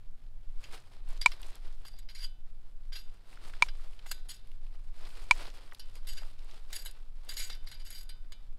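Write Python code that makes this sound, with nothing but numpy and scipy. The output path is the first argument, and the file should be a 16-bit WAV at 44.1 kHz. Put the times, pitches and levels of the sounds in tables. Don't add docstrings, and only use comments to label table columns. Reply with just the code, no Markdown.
import sys
import numpy as np
from scipy import signal
from scipy.fft import rfft, irfft, next_fast_len
from scipy.io import wavfile
from scipy.ndimage import map_coordinates

SR = 44100
rng = np.random.default_rng(int(sys.argv[2]) if len(sys.argv) > 2 else 0)


def file_out(sig):
    cols = np.atleast_2d(sig).T
    lim = np.clip(cols, -1, 1)
    pcm = np.round(lim * 32767).astype(np.int16)
    wavfile.write(sys.argv[1], SR, pcm)


def amplitude_ratio(level_db):
    exponent = np.asarray(level_db, float) / 20
    return 10 ** exponent


N = 378378
TIME = np.arange(N) / SR

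# (time [s], level [dB])
CLACKS = [(1.2602, -4), (3.6229, -5.5), (5.3102, -4)]
# (frequency [Hz], level [dB], t60 [s])
HANDLE_MODES = [(110, -30, .04), (978, -9.5, .042), (1400, -12, .008), (2335, -2, .036), (2700, -26, .008),
                (3000, -13, .012), (3500, -17, .01), (3800, -18, .014), (4130, -18, .016),
                (4750, -19, .018), (5300, -26, .015), (6500, -26, .015), (7300, -28, .015),
                (8300, -27, .018), (8850, -28, .018)]
GRIP_S = .0045

# (time [s], level [dB], relative treble [dB], favoured pitch [Hz], slide t60 [s])
CONTACTS = [(0.6384, -43, -11, 2780, 0.12), (1.2131, -28.5, -14.5, 5000, 0.099),
            (1.3167, -33, -29, 3700, 0.049), (1.8506, -44, -11.5, 1230, 0.065),
            (1.8821, -36, -8, 4770, 0.013), (1.9872, -49, -1.5, 3600, 0.06),
            (2.0874, -42, -30, 4630, 0.085), (2.149, -44, -9, 4800, 0.24), (2.9214, -42.5, -30, 4700, 0.18),
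            (2.953, -38.5, -20, 4790, 0.16), (3.6846, -34, -25.5, 3650, 0.05),
            (4.0634, -40.5, -3, 1610, 0.033), (4.1132, -23, -3, 5200, 0.035),
            (4.289, -39.5, -13, 5100, 0.24), (5.7945, -39, -9.5, 4800, 0.11), (6.07, -46, -1.5, 4730, 0.18),
            (6.1755, -49, -19.5, 4800, 0.088), (6.728, -32, -5.5, 4040, 0.08),
            (6.8583, -38.5, 1.5, 1560, 0.14), (7.2893, -37.5, -1, 3600, 0.11), (7.3675, -35, -7, 3730, 0.2),
            (7.396, -34, -9, 4270, 0.24), (7.4992, -30, -11, 3320, 0.026), (7.548, -49, -3, 4900, .06),
            (7.6708, -42.5, -14, 4180, 0.066), (7.7147, -41.5, -8.5, 4100, 0.15),
            (7.7987, -47, -12, 4150, .05), (7.9034, -45.5, 4, 4830, 0.027), (7.9478, -45.5, -7, 4790, 0.26),
            (8.091, -41, -7.5, 4060, 0.12), (8.3203, -40.5, -9, 3540, 0.07)]
OVERTONE = 2.27
KNOCK_DB, KNOCK_DB_PER_OCTAVE = -10.5, -8
# (start [s], gap [s], level [dB], loss per tick [dB], negative where the ticks grow)
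CHATTER = [(6.79, .03, -50.5, -3), (7.31, .028, -46, 1), (7.686, .028, -54.5, -1),
           (7.851, 0.026, -55.5, -1), (7.926, .021, -49, 1), (7.988, .021, -48, 2.5)]
CHATTER_TICKS = 3
CHATTER_TREBLE_DB, CHATTER_HZ, CHATTER_SLIDE_S = -1, 4900, 0.047
CHATTER_PING_HZ, CHATTER_PING_DB, CHATTER_PING_T60_S = 11400, -2, 0.041
# (start [s], length [s], level [dB], relative treble [dB], swell from start to end [dB])
DRAGS = [(1.859, 0.022, -50.5, -3, -5), (1.922, 0.066, -64, -18, 4), (2.089, 0.029, -48, -9.5, -5),
         (2.149, 0.09, -56, -7.5, 11), (2.923, 0.068, -48, -6.5, 0.5), (4.06, 0.027, -48.5, -1, -4),
         (4.107, 0.011, -44, -1, -3), (4.285, 0.039, -41.5, 0, -7.5), (5.943, 0.012, -56, -10, -2),
         (6.074, 0.059, -40.5, -3, -11), (6.162, 0.023, -52.5, -8.5, 6.5), (6.728, 0.032, -51, -0.5, 7),
         (6.755, 0.088, -50, 1, -13), (6.854, .03, -49, -7, -4), (7.284, 0.087, -43.5, -5, -7),
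         (7.369, 0.11, -41, 3, -13), (7.487, 0.058, -43.5, -16, -8), (7.66, 0.067, -59.5, -9, 8.5),
         (7.788, 0.0069, -50.5, -12, -3.5), (7.845, 0.024, -52, -3, 3.5), (7.902, 0.11, -50.5, -2, -4.5)]
BITE_S, LIFT_DB_PER_S = 0.01, 388
# (frequency [Hz], width [Hz], relative level [dB])
STEEL_MODES = [(1576, 190, -12.5), (2183, 210, -6.5), (2720, 51, -7), (3030, 83, -7), (3290, 140, -10.5),
               (3820, 180, -9), (4150, 42, -7), (4800, 86, -3), (5110, 62, -16.5), (5480, 190, -14.5),
               (5670, 73, -27), (6000, 55, -19.5), (6400, 56, -12), (6900, 270, -7.5), (8300, 75, -16),
               (7900, 100, -10), (9600, 270, -17.5), (8520, 83, -13), (10186, 140, -8.5), (10600, 59, -20),
               (11330, 130, -8), (12200, 130, -13.5), (13700, 330, -22.5), (14400, 42, -28.5),
               (14220, 82, -20.5), (15400, 74, -33)]
# (frequency [Hz], relative level [dB], t60 [s], limited to 0.6 s)
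WIRE_MODES = [(1510, -11, 0.69), (2360, -12.5, .3), (2670, -13, 0.63), (3020, -6.5, 0.4), (3420, -12.5, .4),
              (3620, -8.5, 0.56), (3730, -10.5, .45), (4050, -11, 0.38), (4900, -12, .55),
              (4770, -7.5, 0.19)]
LOOSE_FROM_S, LOOSE_RING_DB = 7.6, 4

# (peak time [s], rise [s], fall [s], rustle level [dB]); rise and fall each span 13.93 dB
MOVES = [(.45, 0.024, 0.41, -71), (.63, 0.073, 0.14, -63), (0.731, .07, 0.092, -52.5),
         (.95, 0.098, 0.079, -63), (1.109, 0.052, 0.1, -55), (1.33, 0.3, 0.15, -60),
         (1.45, 0.11, 0.18, -57.5), (1.57, .04, 0.42, -64), (3.1, 0.18, 0.39, -69),
         (3.329, 0.087, 0.09, -58), (3.439, 0.045, 0.29, -57.5), (3.62, 0.064, 0.24, -57.5),
         (3.82, 0.053, 0.74, -65.5), (4.201, 0.56, .08, -66), (4.45, 0.11, 0.21, -72),
         (4.67, .12, 0.021, -71), (4.752, 0.029, 0.015, -66), (5.066, 0.11, 0.033, -53),
         (5.22, 0.2, 0.04, -53.5), (5.38, 0.11, 0.24, -50.5), (5.6, 0.17, 0.1, -60.5),
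         (5.871, 0.29, .2, -67.5), (5.979, 0.063, 0.021, -63), (6.25, 0.39, 0.22, -60.5),
         (6.52, 0.19, .08, -59.5), (6.599, 0.12, 0.036, -61), (6.72, 0.13, 0.42, -61.5),
         (7.27, 0.12, 1, -63.5), (7.64, .03, 0.18, -73.5), (8.15, .3, .15, -78)]
REST_DB = -76
# (time [s], level [dB], relative treble [dB], pitch [Hz])
SNAPS = [(0.74, -41.5, -21, 2500), (0.915, -50, -23, 810), (1.088, -50, 0, 821), (1.127, -38.5, -18, 716),
         (1.416, -44, 0.5, 977), (1.43, -35.5, -26, 3150), (1.554, -49.5, 6, 833), (1.668, -46, -11, 1000),
         (1.853, -44, -30, 620), (1.94, -48, -30, 800), (3.329, -44, -17, 1517), (3.373, -42.5, -27, 1600),
         (3.496, -41.5, -27, 1800), (3.536, -35, -31, 1740), (3.796, -45, -27, 1250), (3.88, -69, 9, 4080),
         (3.932, -51, -30, 3160), (3.992, -44, -25.5, 3020), (4.06, -36.5, -26, 1670),
         (4.066, -42, -30, 520), (4.15, -41, -30, 330), (4.516, -49, -15, 2520), (4.472, -62, 6, 5000),
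         (4.747, -46.5, -20, 1236), (5.501, -43, -24, 3620), (5.722, -37, -32, 1400),
         (5.727, -40, -30, 560), (5.733, -36.5, -12, 843), (5.747, -43, -1, 3960), (5.954, -46, 1.5, 3000),
         (6.2, -48, -30, 320), (6.22, -39, -28, 707), (6.245, -46, -30, 400), (6.232, -37.5, -33, 1330),
         (6.445, -48, -7, 730), (6.511, -44.5, -24, 3490), (6.911, -48.5, 7.5, 4680),
         (7.052, -63, -11, 4400), (7.248, -53, -1, 732), (7.643, -52, -5, 1300)]
SNAP_T60_S = .015
CRACKLES_PER_S, CRACKLE_DB = 45, 17
# (frequency [Hz], density [dB per Hz])
CLOTH_SPECTRUM = [(120, -37.5), (200, -3.5), (497, -0.5), (1450, -3.5), (1710, -5.5), (3420, -5.5),
                  (5010, -7), (6020, -16), (8980, -13.5), (15500, -27.5)]
TREBLE_DB, TREBLE_GROWS = -12.5, 0.13

# (time [s], level [dB])
WIND_LEVEL = [(0.0, -38), (0.57, -34), (0.95, -45), (1.0, -33), (3.08, -36.5), (3.3, -43.5), (3.63, -31.5),
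              (4.11, -35.5), (5.35, -33.5), (5.73, -40.5), (6.19, -28.5), (6.31, -36.5), (8.51, -36),
              (8.58, -36)]
# (frequency [Hz], density [dB per Hz])
BUFFET_SPECTRUM = [(1.2, -28.5), (2.0, 5.5), (19, 4.5), (35, -17), (60, -34.5), (78, -59.5), (130, -120)]
# (frequency [Hz], density [dB per Hz])
ROAR_SPECTRUM = [(32, -40), (55, 0), (87, 3.5), (129, -3), (156, -16.5), (300, -21), (390, -40.5),
                 (660, -120)]
# (frequency [Hz], density [dB per Hz])
AIR_SPECTRUM = [(90, -27), (150, -2), (340, -13.5), (800, -15), (2000, -25.5), (5000, -32.5), (6000, -32),
                (10000, -32.5), (15000, -34), (16000, -38)]
ROAR_DB, AIR_DB = -66, -73


def unit(x):
    return x / np.sqrt(np.mean(x ** 2) + 1e-20)


def curves(rows):
    s, *cols = np.transpose(rows)
    return [np.interp(TIME, s, c) for c in cols]


def wobble(rate):
    return map_coordinates(rng.standard_normal(int(N * rate / SR) + 4), [TIME * rate])


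def filtered(x, response):
    n = x.shape[-1]
    m = next_fast_len(n + 8192)
    return irfft(rfft(x, m) * response(np.fft.rfftfreq(m, 1 / SR)), m)[..., :n]


def noise(spectrum):
    f, db = np.transpose(spectrum)
    return unit(filtered(rng.standard_normal(N), lambda hz: amplitude_ratio(np.interp(np.log(hz + 1), np.log(f + 1), db))))


def grit(size, spread_db):
    return unit(rng.standard_normal(size) * amplitude_ratio(spread_db * rng.standard_normal(size)))


def band(x, low_hz, high_hz):
    return signal.sosfilt(signal.butter(N=3, Wn=[low_hz, high_hz], btype="band", fs=SR, output="sos"), x)


def resonance(f, centre, width):
    return 1j * f * width / (centre ** 2 - f ** 2 + 1j * f * width)


def add(out, s, sound):
    part = out[round(s * SR):][:len(sound)]
    part += sound[:len(part)]


def clacks():
    out, t = np.zeros(N), np.arange(SR // 6) / SR
    grip = amplitude_ratio(-(t / GRIP_S) ** 2)
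    for s, db in CLACKS:
        ring = np.zeros(len(t))
        for k, (hz, mode_db, t60) in enumerate(HANDLE_MODES):
            swing = -(-1) ** k
            scatter_db = (hz > 2500) * rng.normal(0, 0.67)
            ring += swing * amplitude_ratio(mode_db + scatter_db - 60 * t / t60) * np.sin(2 * np.pi * hz * t)
        add(out, s, amplitude_ratio(db + .4) * ring * grip * (1 - np.exp(-t / .0005)))
        decay = amplitude_ratio(-14 - 60 * t / 0.012) + amplitude_ratio(-33 - 60 * t / .12)
        crack = decay * (1 - np.exp(-t / 0.00019)) * rng.standard_normal(len(t))
        add(out, s - .0005, amplitude_ratio(db) * band(crack, low_hz=1030, high_hz=8000))
    return out


def steel_body(size):
    f = np.fft.rfftfreq(size, 1 / SR)
    thin = [(hz, np.log(1000) / np.pi / np.clip(t60, .05, .6), db + 4) for hz, db, t60 in WIRE_MODES]
    rubbing = [(2400, 5300, -19.0), (9200, 11000, -24)]
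    hz, width, db = np.transpose([*STEEL_MODES, *thin, *rubbing])
    modes = (-1) ** np.arange(len(hz))[:, None] * resonance(f, hz[:, None], width[:, None])
    treble = hz > 5700
    lasting = width < 35

    def rung(push, bright_push, favoured_hz, scatter_db, loose):
        near_db = sum(8 * np.exp(-(np.log(hz / favoured) / 0.22) ** 2) - 1.5 for favoured in favoured_hz)
        random_db = rng.normal(0, scatter_db, len(hz)) * np.where(lasting, .4, 1)
        gain = amplitude_ratio(db + near_db * ~lasting + LOOSE_RING_DB * loose * lasting + random_db)
        low = amplitude_ratio(14.5) * rfft(push, size) * ((gain * ~treble) @ modes)
        high = amplitude_ratio(19) * rfft(bright_push, size) * ((gain * treble) @ modes)
        return irfft(low + high, size)
    return rung


def contacts(touches, rung):
    out, t = np.zeros(N), np.arange(SR // 4) / SR
    for s, db, treble_db, hz, slide in touches:
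        tick_and_slide = amplitude_ratio(-7.5 - 60 * t / 0.01) + amplitude_ratio(-3 - 60 * t / slide)
        onset = 1 - np.exp(-t / 0.0009)
        push = amplitude_ratio(db) * tick_and_slide * onset * grit(size=len(t), spread_db=3.5)
        bright = amplitude_ratio(treble_db - 60 * t / 0.17) * push
        add(out, s - .0005, rung(push, bright, (hz, OVERTONE * hz), scatter_db=3.5, loose=s > LOOSE_FROM_S))
        knock_db = db + KNOCK_DB + KNOCK_DB_PER_OCTAVE * np.log2(hz / 4800)
        knock = amplitude_ratio(knock_db - 60 * t / 0.038) * rng.standard_normal(len(t))
        add(out, s, band(knock, low_hz=400, high_hz=1340))
    return out


def chatter(rung):
    ticks = [(s + k * gap, db - k * loss_db, CHATTER_TREBLE_DB, CHATTER_HZ, CHATTER_SLIDE_S)
             for s, gap, db, loss_db in CHATTER for k in range(CHATTER_TICKS)]
    out, t = contacts(ticks, rung), np.arange(SR // 4) / SR
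    for s, db, *_ in ticks:
        ping_db = db + CHATTER_PING_DB + rng.normal(0, 2.2) - 60 * t / CHATTER_PING_T60_S
        add(out, s, amplitude_ratio(ping_db) * np.sin(2 * np.pi * CHATTER_PING_HZ * t))
    return out


def drags(rung):
    out = np.zeros(N)
    slips = amplitude_ratio(-3.0 + 3.26 * wobble(110)) * grit(size=N, spread_db=4.5)
    hop = SR // 25
    fade = signal.windows.hann(2 * hop, sym=False)
    for s, length, db, treble_db, swell_db in DRAGS:
        first = round(s * SR / hop) * hop - 2 * hop
        for start in range(first, first + 8 * hop, hop):
            piece = slice(start, start + 2 * hop)
            t = TIME[piece] - s
            lift_db = LIFT_DB_PER_S * np.maximum(t - length, 0)
            drag_db = db + swell_db * np.clip(t / length, 0, 1) - lift_db
            push = amplitude_ratio(drag_db) * np.clip(t / BITE_S, 0, 1) * fade * slips[piece]
            bright = amplitude_ratio(treble_db) * push
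            add(out, start / SR, rung(push, bright, favoured_hz=[4800], scatter_db=3.0, loose=s > LOOSE_FROM_S))
    return out


def steel():
    rung = steel_body(size=24576)
    return contacts(CONTACTS, rung) + chatter(rung) + drags(rung)


def movement():
    swells = (amplitude_ratio(db - 13.93 * np.maximum((s - TIME) / rise, (TIME - s) / fall)) ** 2
              for s, rise, fall, db in MOVES)
    return np.sqrt(amplitude_ratio(REST_DB) ** 2 + sum(swells)) * amplitude_ratio(1.5 * wobble(25))


def leaves(stir):
    out, t = np.zeros(N), np.arange(SR // 16) / SR
    when, size, shine, pitch = rng.random((round(CRACKLES_PER_S * N / SR), 4)).T
    stir_db = 20 * np.log10(stir[(when * N).astype(int)])
    crackle_db = stir_db + CRACKLE_DB - 16 * size ** .5
    crackles = zip(when * N / SR + .001, crackle_db, -8 - 25 * shine, 700 * 6 ** pitch)
    for s, db, treble_db, hz in [*SNAPS, *crackles]:
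        burst = amplitude_ratio(db - 60 * t / SNAP_T60_S) * (1 - np.exp(-t / 0.0013)) * rng.standard_normal(len(t))
        body = filtered(burst, lambda f: amplitude_ratio(11.5) * resonance(f, hz, 0.85 * hz) ** 2)
        treble = amplitude_ratio(treble_db + 6.5) * band(burst, low_hz=6500, high_hz=12000)
        add(out, s - .0005, body + treble)
    return out


def rustle(stir):
    shine = amplitude_ratio(TREBLE_DB + 2.1 * wobble(20)) * (stir / amplitude_ratio(-59.5)) ** TREBLE_GROWS
    clumps = amplitude_ratio(1.2 * wobble(40) + 1.5 * wobble(150) + 2.2 * wobble(900))
    rub = unit(clumps * noise(CLOTH_SPECTRUM))
    dull = filtered(rub, lambda hz: 1 / np.sqrt(1 + (hz / 5500) ** 8))
    ticks = (rng.random(N) < 45 / SR) * amplitude_ratio(28.5 + 5.5 * rng.standard_normal(N))
    ticks = filtered(ticks, lambda hz: resonance(hz, 7200, 5000) ** 2)
    return stir * (unit(dull) + shine * (unit(rub - dull) + ticks))


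def wind():
    buffet_db, = curves(WIND_LEVEL)
    buffets = amplitude_ratio(buffet_db) * noise(BUFFET_SPECTRUM)
    roar = amplitude_ratio(ROAR_DB + 1.5 * wobble(2.5) + 0.56 * wobble(4.5)) * noise(ROAR_SPECTRUM)
    return buffets + roar + amplitude_ratio(AIR_DB) * noise(AIR_SPECTRUM)


def scene():
    stir = movement()
    return (clacks() + steel() + leaves(stir) + rustle(stir) + wind())[None]


def roll_off(x):
    return signal.sosfilt(signal.butter(12, 15990, fs=SR, output="sos"), x)


def record(dry):
    mix = filtered(dry, lambda hz: 1 / (1 + (hz / 15700) ** 80))
    return roll_off(mix)


dry = scene()
out = record(dry)
file_out(out)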